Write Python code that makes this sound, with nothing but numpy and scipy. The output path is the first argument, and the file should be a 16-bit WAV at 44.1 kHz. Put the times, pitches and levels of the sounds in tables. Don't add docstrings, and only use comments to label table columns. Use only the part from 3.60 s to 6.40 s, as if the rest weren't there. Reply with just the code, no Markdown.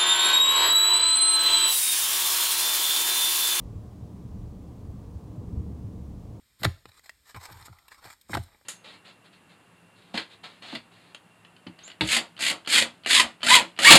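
import sys
import numpy as np
from scipy.fft import rfft, irfft, next_fast_len
from scipy.io import wavfile
from scipy.ndimage import map_coordinates

SR = 44100
rng = np.random.default_rng(int(sys.argv[2]) if len(sys.argv) > 2 else 0)


def waveform_to_disk(signal):
    frames = np.transpose(np.atleast_2d(signal))
    scaled = np.clip(frames, -1, 1) * 32767
    samples = np.round(scaled).astype(np.int16)
    wavfile.write(sys.argv[1], SR, samples)


N = 123479


def amp(db):
    return 10 ** (np.asarray(db) / 20)


def curve(rows):
    return np.interp(np.arange(N) / SR, *np.transpose(rows))


def wobble(knots_per_s):
    return map_coordinates(rng.standard_normal(256), [np.arange(N) * knots_per_s / SR], mode="wrap")


def filtered(x, response):
    size = next_fast_len(N + SR // 2)
    return irfft(rfft(x, size) * response(np.fft.rfftfreq(size, 1 / SR)), size)[:N]


def rush(spectrum, resonances=()):
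    def colour(hz):
        points_hz, points_db = np.transpose(spectrum)
        broad_db = np.interp(np.log(hz + 1), np.log(points_hz + 1), points_db)
        lift_db = sum(lift / (1 + (2 * (hz - centre) / width) ** 2) for centre, width, lift in resonances)
        return amp(broad_db + lift_db)

    noise = filtered(rng.standard_normal(N), colour)
    return noise / np.sqrt(np.mean(noise ** 2))


# (frequency [Hz], relative level [dB])
BOOM_SPECTRUM = [(15, -29), (27, -24), (38, 2), (47, -9), (70, -3.5), (89, -7.5), (115, -4.5), (140, -9),
                 (170, -9), (230, -24), (500, -56), (2000, -98)]
# (frequency [Hz], width [Hz], lift [dB])
CABIN_MODES = [(71.1, 7.6, 7), (113.6, 20, 6.5)]
# (time [s], level [dB])
BOOM_LEVEL = [(0, -40), (.13, -41.5), (.25, -44), (.5, -43), (.67, -41), (.85, -40), (.95, -43),
              (1.15, -45.5), (1.28, -42), (1.48, -43.5), (1.65, -44.5), (1.8, -41), (1.96, -36),
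              (2.06, -37), (2.25, -38.5), (2.5, -42), (2.8, -43.5)]

def road_boom():
    flutter_db = 0.6 * wobble(knots_per_s=14)
    return rush(BOOM_SPECTRUM, CABIN_MODES) * amp(curve(BOOM_LEVEL) + flutter_db)


# (frequency [Hz], relative level [dB])
DRONE_SPECTRUM = [(60, -33), (130, -14.5), (165, -0.5), (205, 1), (228, -6.5), (270, -6), (320, -9),
                  (375, -13), (470, -14.5), (560, -27), (900, -41.5), (2000, -79)]
# (frequency [Hz], width [Hz], lift [dB])
WHEEL_MODES = [(188, 19, 2.5), (241.2, 9.1, 5.5), (301, 18, 6), (435, 40, 2.5)]
# (time [s], level [dB])
TYRE_DRONE_LEVEL = [(0, -47.5), (.3, -48), (.7, -46.5), (1.05, -47), (1.35, -47.5), (1.6, -49),
                    (1.8, -44.5), (1.94, -41), (2.1, -42.5), (2.2, -46.5), (2.4, -45), (2.6, -49),
                    (2.8, -45)]

def tyre_drone():
    return rush(DRONE_SPECTRUM, WHEEL_MODES) * amp(curve(TYRE_DRONE_LEVEL))


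# (frequency [Hz], relative level [dB])
ROAR_SPECTRUM = [(150, -47), (330, -7.5), (460, 2), (550, -1.5), (700, -4), (870, -7.5), (1160, -8.5),
                 (1230, -12.5), (1380, -19.5), (1800, -29.5), (3000, -35), (8000, -72)]
# (frequency [Hz], width [Hz], lift [dB])
PANEL_MODES = [(611, 7.5, 7), (711, 25, 4.5), (824, 43, 2.5), (952, 15, 5), (1040, 40, 3), (1154, 25, 1)]
# (time [s], level [dB])
ROAR_LEVEL = [(0, -58), (.5, -58.5), (1.1, -58), (1.4, -58.5), (1.75, -56.5), (2.1, -58), (2.45, -59),
              (2.8, -58)]

def tread_roar():
    flutter_db = 0.5 * wobble(knots_per_s=13.03)
    return rush(ROAR_SPECTRUM, PANEL_MODES) * amp(curve(ROAR_LEVEL) + flutter_db)


def engine_hum(firing_hz=74.5, drift=0.014, rms_db=-55.5):
    hz = firing_hz * (1 + drift * wobble(knots_per_s=3.54))
    phase = 2 * np.pi * np.cumsum(hz) / SR
    return amp(rms_db) * np.sqrt(2) * np.sin(phase)


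# (frequency [Hz], relative level [dB])
HISS_SPECTRUM = [(300, -13), (1500, 2.5), (2500, 0), (4500, -1.5), (7700, -3), (10000, -6.5), (12500, -9),
                 (15500, -9)]

def hiss(level_db=-68, db_per_roar_db=0.082):
    roar_db = curve(ROAR_LEVEL)
    lift_db = db_per_roar_db * (roar_db - roar_db.mean())
    return rush(HISS_SPECTRUM) * amp(level_db + lift_db)


# (time [s], peak level [dB], pitch [Hz])
ROAD_BUMPS = [(.055, -34, 58), (.108, -33, 112), (.166, -29.5, 90), (0.429, -33, 95), (.655, -34, 122),
              (.72, -32, 80), (1.238, -30, 90), (1.293, -29, 99.5), (1.383, -34.5, 106), (1.56, -29, 85),
              (1.785, -29, 112), (1.937, -27.5, 80), (1.98, -22.5, 75), (2.008, -27.5, 100),
              (2.248, -27.5, 112)]

def bump_thumps(rise_s=0.0077, fall_s=0.0075):
    thumps = np.zeros(N)
    phases = rng.standard_normal(len(ROAD_BUMPS))
    for (peak_s, db, hz), phase in zip(ROAD_BUMPS, phases):
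        t = np.arange(N) / SR - peak_s
        rise = np.exp(-(t / rise_s) ** 2)
        fall = np.exp(1 - np.hypot(t / fall_s, 1))
        thumps += amp(db) * np.where(t < 0, rise, fall) * np.cos(2 * np.pi * hz * t + phase)
    return thumps


def scene():
    return (road_boom() + tyre_drone() + tread_roar() + engine_hum() + hiss() + bump_thumps())[None]


def record(dry):
    top_hz = 15850
    low_pass = lambda hz: 1 / np.sqrt(1 + np.minimum(hz / top_hz, 2) ** 600)
    return filtered(dry[0], low_pass)[None]


dry = scene()
out = record(dry)
waveform_to_disk(out)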